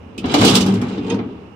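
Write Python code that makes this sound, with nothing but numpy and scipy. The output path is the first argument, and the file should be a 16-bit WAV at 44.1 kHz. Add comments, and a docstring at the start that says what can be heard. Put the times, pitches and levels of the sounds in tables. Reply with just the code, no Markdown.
"""A rusty truck door is pulled open close by, outdoors, over low wind and a faint hiss.
The dry hinge starts to scrape softly, then the latch ticks and lets go. As the door swings, rust sticks
and slips, and jolts make the hollow steel skin boom and wobble, the frame clank and the stay (the arm
that holds the door) clink. From 0.8 s the stay's loose catch jingles, then snaps home. At about 1.1 s
the door meets its stop with a short groan and a knock, and the shudder dies away."""
import sys
import numpy as np
from scipy import signal
from scipy.fft import irfft, next_fast_len
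from scipy.io import wavfile
from scipy.ndimage import uniform_filter1d

SR = 44100
rng = np.random.default_rng(int(sys.argv[2]) if len(sys.argv) > 2 else 0)


def to_wav(s):
    """Save 16-bit WAV."""
    ch = np.atleast_2d(s).T  # columns
    pcm = np.round(np.clip(ch, -1, 1) * 32767)  # PCM
    wavfile.write(sys.argv[1], SR, pcm.astype(np.int16))


N = 68355
SKIN_PAN_DB, FRAME_PAN_DB, METAL_PAN_DB = 0.25, 1, -6.5


def amp(db):
    """Turn decibels into a gain."""
    return 10 ** (np.asarray(db) / 20)


def pan(db):
    """Left and right gains; the left is louder by db."""
    return amp(np.array([[db], [-db]]) / 2)


def unit(x):
    """Scale a sound to an average energy of 1 per channel."""
    return x / np.sqrt(np.mean(np.sum(x ** 2, axis=-1)))


def dull(x, top_hz):
    """Soften the treble above top_hz."""
    return signal.sosfilt(signal.butter(3, top_hz, fs=SR, output="sos"), x)


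def curve(table, column=1):
    """Join the points of a time table with straight lines."""
    rows = np.array(table)
    return np.interp(np.arange(N) / SR, rows[:, 0], rows[:, column])


def arch(start_s, length_s):
    """A smooth swell from silence to 1 and back."""
    return np.sin(np.pi * np.clip((np.arange(N) / SR - start_s) / length_s, 0, 1))


def decay(t, ring_s):
    """A fade that drops 60 dB in the ring time, ring_s."""
    return np.exp(-np.log(1000) * t / ring_s)


def add(out, x, start_s):
    """Mix a stereo sound in at its time."""
    start = int(start_s * SR)
    part = x[:, :N - start]
    out[:, start:start + part.shape[1]] += part


def noise(colour, width, size=N):
    """Stereo noise whose colour says how strong each pitch is."""
    hz, db = np.array(colour).T
    length = next_fast_len(size)
    f = np.maximum(np.fft.rfftfreq(length, 1 / SR), 1)
    gain = amp(np.interp(np.log(f), np.log(hz), db, left=-70, right=-90))
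    side_gain = gain * f / np.hypot(f, 410)  # left and right grow alike below 410 Hz
    phases = np.exp(2j * np.pi * rng.random((2, len(f))))
    mid, side = irfft(np.array([gain, side_gain]) * phases, length)[:, :size]
    x = np.array([mid + width * side, mid - width * side])
    return x / x.std()


def dense_ring(colour, ring_s, width=1, size=16384):
    """Steel rings with countless tones, differently at each spot that is touched."""
    t = np.arange(size) / SR
    tail = amp(-38.5) * decay(t, ring_s=0.15)  # the cab and nearby wrecks answer
    return unit(noise(colour, width, size) * (decay(t, ring_s) + tail))


def tone_ring(tones, spread, size=16384):
    """A part rings with a few clear tones; spread puts left and right out of step."""
    t = np.arange(size) / SR
    shift = spread * rng.uniform(-np.pi, np.pi, (len(tones), 2, 1))
    return unit(sum((-1) ** k * amp(db) * decay(t, ring_s) * np.sin(2 * np.pi * hz * t + shift[k])
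                    for k, (hz, db, ring_s) in enumerate(tones)))


def sound(force, ring):
    """Every push in the force sets the part ringing."""
    return signal.fftconvolve(force[None], ring, axes=1)[:, :N]


def grains(per_s, size=N):
    """Tiny pushes of uneven strength at random times."""
    pushes = (rng.random(size) < per_s / SR) * rng.choice([-1, 1], size)
    x = pushes * amp(3.5 * np.clip(rng.standard_normal(size), -2, 2))
    return x / x.std()


def blow(db, chatter, contact_s=0.012, chatter_s=0.014, size=4096):
    """The force of one knock: a hit, then loose parts bounce briefly."""
    fade = np.exp(-np.arange(size) / SR / chatter_s)
    hit = chatter * unit(grains(per_s=760, size=size) * fade)
    hit[0] += 1
    return amp(db) * np.sqrt(contact_s * SR) * unit(hit)


def rubbing(level_db, make_ring, spots=4, slips_per_s=1100):
    """Rust sticks and slips at several spots on one part."""
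    rubs = (sound(grains(slips_per_s / spots) * amp(level_db), make_ring()) for _ in range(spots))
    return sum(rubs) / np.sqrt(spots)


# Colours of the wind and the hiss: (pitch [Hz], relative level [dB])
WIND_COLOUR = [(20, -22), (45, -18.5), (80, 1.5), (150, -10.5), (290, -9.5), (500, -14), (1000, -48)]
HISS_COLOUR = [(200, -2), (550, 4), (1100, 3), (1900, -10), (2500, -5.5), (2850, 0), (3500, -28),
               (5500, -19.5), (7000, -28), (15000, -39.5)]
def wind_and_hiss():
    """Low wind blows, with a distant hiss to the right."""
    wind = amp(-42) * noise(WIND_COLOUR, width=0.9)
    hiss = amp(-51.5) * noise(HISS_COLOUR, width=0.93)
    return wind + pan(db=-11.5) * hiss


# Colour of the door's steel skin: (pitch [Hz], relative level [dB])
SKIN_COLOUR = [(30, -35), (55, -29.5), (85, -14.5), (115, -6.5), (150, -10), (200, -6), (280, 3), (350, -5),
               (430, -4), (540, -23.5), (900, -51)]
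def skin_ring():
    """The hollow skin answers a push with a low boom."""
    return dense_ring(SKIN_COLOUR, ring_s=0.19, width=0.37)


# Colour of the door's frame: (pitch [Hz], relative level [dB])
FRAME_COLOUR = [(250, -30), (440, 0), (620, -3.5), (900, 0), (1300, -6), (1700, -13), (2300, -11.5),
                (3500, -20), (7000, -59)]
def frame_ring():
    """The frame answers a push with a clank."""
    return dense_ring(FRAME_COLOUR, ring_s=0.15, width=0.98)


# How hard the hinge rubs: (time [s], skin shudder [dB], frame grind [dB], rust rasp [dB])
HINGE_RUB = [(0.0, -56, -50.5, -67), (0.17, -38.5, -53, -59), (0.235, -34.5, -41.5, -46),
             (0.25, -25, -35, -43.5), (0.33, -23.5, -26, -29.5), (0.385, -16, -24.5, -25),
             (0.43, -15.5, -15, -20), (0.485, -17.5, -24, -15.5), (0.52, -19.5, -23, -24.5),
             (0.559, -28.5, -23.5, -19.5), (0.65, -21, -30.5, -40.5), (0.72, -26, -33, -37),
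             (0.8, -26, -34, -51), (0.9, -29.5, -34.5, -42), (1.029, -27, -40.5, -51.5),
             (1.09, -27.5, -34, -42.5), (1.15, -21.5, -36.5, -58), (1.27, -30.5, -45, -56.5),
             (1.4, -41.5, -49, -59.5), (1.55, -52, -55, -71)]
# Colour of the rasping rust: (pitch [Hz], relative level [dB])
RASP_COLOUR = [(900, -23), (2100, -19.5), (2900, 6), (4000, 1), (5500, -5), (8000, -11), (10500, -16.5),
               (15500, -31)]
# The rasp is bright while the door moves fast: (time [s], treble limit [Hz])
RASP_BRIGHTNESS = [(0.26, 4000), (0.34, 10200), (0.5, 13000), (0.7, 13000), (0.9, 8800), (1.0, 6000),
                   (1.07, 9800), (1.2, 4500)]
def hinge_scrape():
    """The dry hinge shakes the skin, grinds in the frame and rasps."""
    shudder = dull(rubbing(curve(HINGE_RUB, column=1), skin_ring), top_hz=897)
    grind = dull(rubbing(curve(HINGE_RUB, column=2), frame_ring), top_hz=4880)
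    rasp = rubbing(curve(HINGE_RUB, column=3), lambda: dense_ring(RASP_COLOUR, ring_s=0.059))
    hz, times, slices = signal.stft(rasp, SR)  # each short slice gets its own treble limit
    top_hz = np.interp(times, *np.array(RASP_BRIGHTNESS).T)
    treble_cut = np.hypot(1, (hz[:, None] / top_hz) ** 3)
    rasp = signal.istft(slices / treble_cut, SR)[1][:, :N]
    return pan(SKIN_PAN_DB) * shudder + pan(FRAME_PAN_DB) * grind + pan(METAL_PAN_DB) * rasp


# The skin's own tones:
# (pitch [Hz], relative level when struck [dB], relative level when wobbling [dB], ring time [s])
SKIN_TONES = [(109.45, -4, -4, 0.5), (150.6, -7.5, -8.5, 0.64), (192.1, -4.5, 2.5, 0.49),
              (239.3, 1, -1, 0.62), (265, 2.5, -8.5, .3), (281.7, -14.5, -18, 0.3), (391, 2, -16, 0.17)]
def skin_tones(struck):
    """The skin hums with a different mix of low tones when struck than when wobbling."""
    tones = [(hz, struck_db if struck else wobble_db, ring_s)
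             for hz, struck_db, wobble_db, ring_s in SKIN_TONES]
    return tone_ring(tones, spread=0.11)


# How strongly the swinging door wobbles: (time [s], level [dB])
WOBBLE_LEVELS = [(0.2, -44), (0.25, -28.5), (0.37, -39), (0.42, -15), (0.55, -19), (0.66, -17), (0.71, -18),
                 (0.8, -20), (0.92, -27.5), (1.12, -31), (1.55, -45)]
def skin_wobble():
    """Rubbing keeps the skin's low tones sounding, with uneven strength."""
    hum = sound(grains(per_s=1100), skin_tones(struck=False))
    swell = np.sqrt(uniform_filter1d(np.mean(hum ** 2, axis=0), size=2048) + 1e-6)
    steadier_hum = hum / swell ** 0.45  # partly evens out the random swells
    return pan(SKIN_PAN_DB) * amp(curve(WOBBLE_LEVELS)) * steadier_hum


# Knocks of the latch, stay and stop:
# (time [s], skin boom [dB], frame clank [dB], clink [dB], clink's treble limit [Hz], crack [dB])
KNOCK_HITS = [(0.179, -28.5, -44, -36.5, 11000, -34), (0.242, -21, -24.5, -29.5, 3300, -63),
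              (0.257, -30.5, -29.5, -34.5, 6520, -40), (0.296, -26.5, -35, -24.5, 3430, -68),
              (0.3404, -14.5, -12.5, -16, 6950, -20), (0.413, -23, -15, -23, 6000, -21.5),
              (0.45, -18.5, -42, -16, 10300, -12.5), (0.480, -36, -19.5, -15, 7200, -36),
              (0.497, -18, -22, -32, 12000, -17.5), (0.529, -18.5, -27, -29, 7840, -33),
              (0.5529, -17, -25, -14, 13000, -10), (0.569, -22.5, -21, -22, 13000, -37.5),
              (0.608, -18.5, -37, -20.5, 9850, -22.5), (0.662, -29.5, -27, -32, 13700, -29),
              (0.68, -17, -27.5, -35.5, 11700, -54), (0.739, -22.5, -43, -36, 12100, -38),
              (0.815, -22.5, -27.5, -38.5, 12400, -38.5), (0.979, -25.5, -35.5, -42, 4800, -78.5),
              (1.101, -30.5, -30.5, -32, 5500, -64.5), (1.121, -20, -36.5, -35, 4500, -73.5),
              (1.143, -31, -31, -43, 9060, -59.5), (1.189, -26.5, -30, -42, 3830, -74)]
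# The stay's own tones: (pitch [Hz], relative level [dB], ring time [s])
STAY_TONES = [(2525, -1, 0.14), (3020, 4.5, 0.25), (3150, -0.5, 0.18), (3340, 0.5, .17), (4000, -3, 0.19),
              (5000, -4, 0.148), (6000, -3, 0.1)]
# Colours of loose metal clinking and bare steel cracking together: (pitch [Hz], relative level [dB])
CLINK_COLOUR = [(900, -27.5), (2100, -6), (2800, 8), (4000, 6), (5500, 5), (8000, -6), (10500, -7.5),
                (15500, -23)]
CRACK_COLOUR = [(2500, -10.5), (5000, -2.5), (8000, 4.5), (11000, -8.5), (15500, -8)]
def knocks():
    """Steel meets steel with a crack: the skin booms, the frame clanks and the stay clinks."""
    out = np.zeros((2, N))
    stay = amp(-20) * tone_ring(STAY_TONES, spread=0.62)
    skin = amp(-1.5) * skin_tones(struck=True)
    for start_s, boom_db, clank_db, clink_db, top_hz, crack_db in KNOCK_HITS:
        boom = sound(blow(boom_db, chatter=0.32), skin + amp(0.5) * skin_ring())
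        clank = sound(blow(clank_db, chatter=amp(-1)), frame_ring())
        clink = sound(blow(clink_db, chatter=amp(-1)), stay + dense_ring(CLINK_COLOUR, ring_s=0.1))
        first_touch = blow(crack_db, chatter=0.3, contact_s=0.0017)
        crack = sound(first_touch, dense_ring(CRACK_COLOUR, ring_s=0.086))
        add(out, pan(SKIN_PAN_DB) * dull(boom, top_hz=910), start_s)
        add(out, pan(FRAME_PAN_DB) * dull(clank, top_hz=4410), start_s)
        add(out, pan(METAL_PAN_DB) * dull(clink, top_hz), start_s)
        add(out, pan(db=1) * crack, start_s)
    return out


# The latch's two ticks: (time [s], level [dB])
TICKS = [(0.1807, -33), (0.1913, -36.5)]
# Colour of the latch: (pitch [Hz], relative level [dB])
LATCH_COLOUR = [(2000, -34), (2500, 7), (3200, -1), (4200, -17)]
def latch():
    """The rusty latch lets go with a dry double tick."""
    out = np.zeros((2, N))
    for start_s, db in TICKS:
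        tick = sound(blow(db, chatter=0.36), dense_ring(LATCH_COLOUR, ring_s=0.097))
        add(out, tick, start_s)
    return pan(METAL_PAN_DB) * out


# The skin's note depends on where it bends: (time [s], pitch [Hz], peak level [dB])
FLEX_NOTES = [(0.239, 252.3, -15), (0.246, 83.5, -22), (0.341, 284, -10), (0.37, 303, -17),
              (0.392, 105.5, -15.5), (0.692, 194, -15), (0.975, 286.7, -19.5), (1.116, 266.3, -16),
              (1.134, 200.3, -16)]
def skin_flexes(rise_s=0.012, bend=0.04, size=8192):
    """Jolts bend the skin: a hollow note swells, sags in pitch and dies."""
    out = np.zeros((2, N))
    age = np.arange(size) / SR / rise_s
    swell = age * np.exp(1 - age)
    for start_s, hz, db in FLEX_NOTES:
        sagging_hz = hz * (1 + bend * np.exp(-age))
        phase = 2 * np.pi * np.cumsum(sagging_hz) / SR
        add(out, pan(SKIN_PAN_DB) * amp(db) * swell * np.sin(phase), start_s)
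    return out


# The catch's own tones: (pitch [Hz], relative level [dB], ring time [s])
CATCH_TONES = [(1940, 1, 0.043), (2486, -2.5, 0.086), (2756, -1, .07), (3110, -1, .05), (3590, -1, 0.059),
               (5160, -3.5, 0.079), (6480, -3.5, 0.052), (8280, -0.5, .015)]
def catch_ring(favoured_hz, drop_db_per_octave=25):
    """The spot where the catch is hit favours the tones near one pitch."""
    tones = [(hz, db - drop_db_per_octave * abs(np.log2(hz / favoured_hz)), ring_s)
             for hz, db, ring_s in CATCH_TONES]
    return tone_ring(tones, spread=0.74)


# Snaps of the catch: (time [s], level [dB], favoured pitch [Hz])
CATCH_SNAPS = [(0.981, -44.5, 3580), (1.0995, -36, 7430), (1.102, -32, 3070), (1.108, -33, 2160)]
def catch():
    """The loose catch jingles along the stay, then snaps home."""
    jingle = amp(-48) * arch(start_s=0.79, length_s=0.45) * grains(per_s=120)
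    out = sound(jingle, catch_ring(favoured_hz=2780))
    for start_s, db, hz in CATCH_SNAPS:
        add(out, sound(blow(db, chatter=0.81), catch_ring(hz)), start_s)
    return pan(db=-8) * dull(out, top_hz=9000)


# The groan's main note, then its octave: (relative level [dB])
GROAN_TONES = [5.5, -5]
def hinge_groan(start_s=1.068, start_hz=445, rise_hz_per_s=220):
    """The hinge slips almost regularly for a moment, rising in pitch as the door reaches its stop."""
    hz = start_hz + rise_hz_per_s * (np.arange(N) / SR - start_s)
    waver = 0.42 * uniform_filter1d(rng.standard_normal(N), size=64)
    phase = 2 * np.pi * np.cumsum(hz * (1 + waver)) / SR
    note = sum(amp(db) * np.sin((k + 1) * phase) for k, db in enumerate(GROAN_TONES))
    return amp(-26) * arch(start_s, length_s=0.12) * note


def scene():
    """The door opens in the wind, its deepest rumble trimmed away."""
    door = knocks() + skin_flexes() + latch() + catch() + hinge_scrape() + skin_wobble() + hinge_groan()
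    bass_cut = signal.butter(2, 59, "high", fs=SR, output="sos")
    return signal.sosfilt(bass_cut, door) + wind_and_hiss()


def record(dry):
    """Clip the sound at full scale and cut the highest treble."""
    treble_cut = signal.ellip(10, 0.2, 70, 15700, fs=SR, output="sos")
    return signal.sosfilt(treble_cut, np.clip(dry, -1, 1))


dry = scene()
out = record(dry)
to_wav(out)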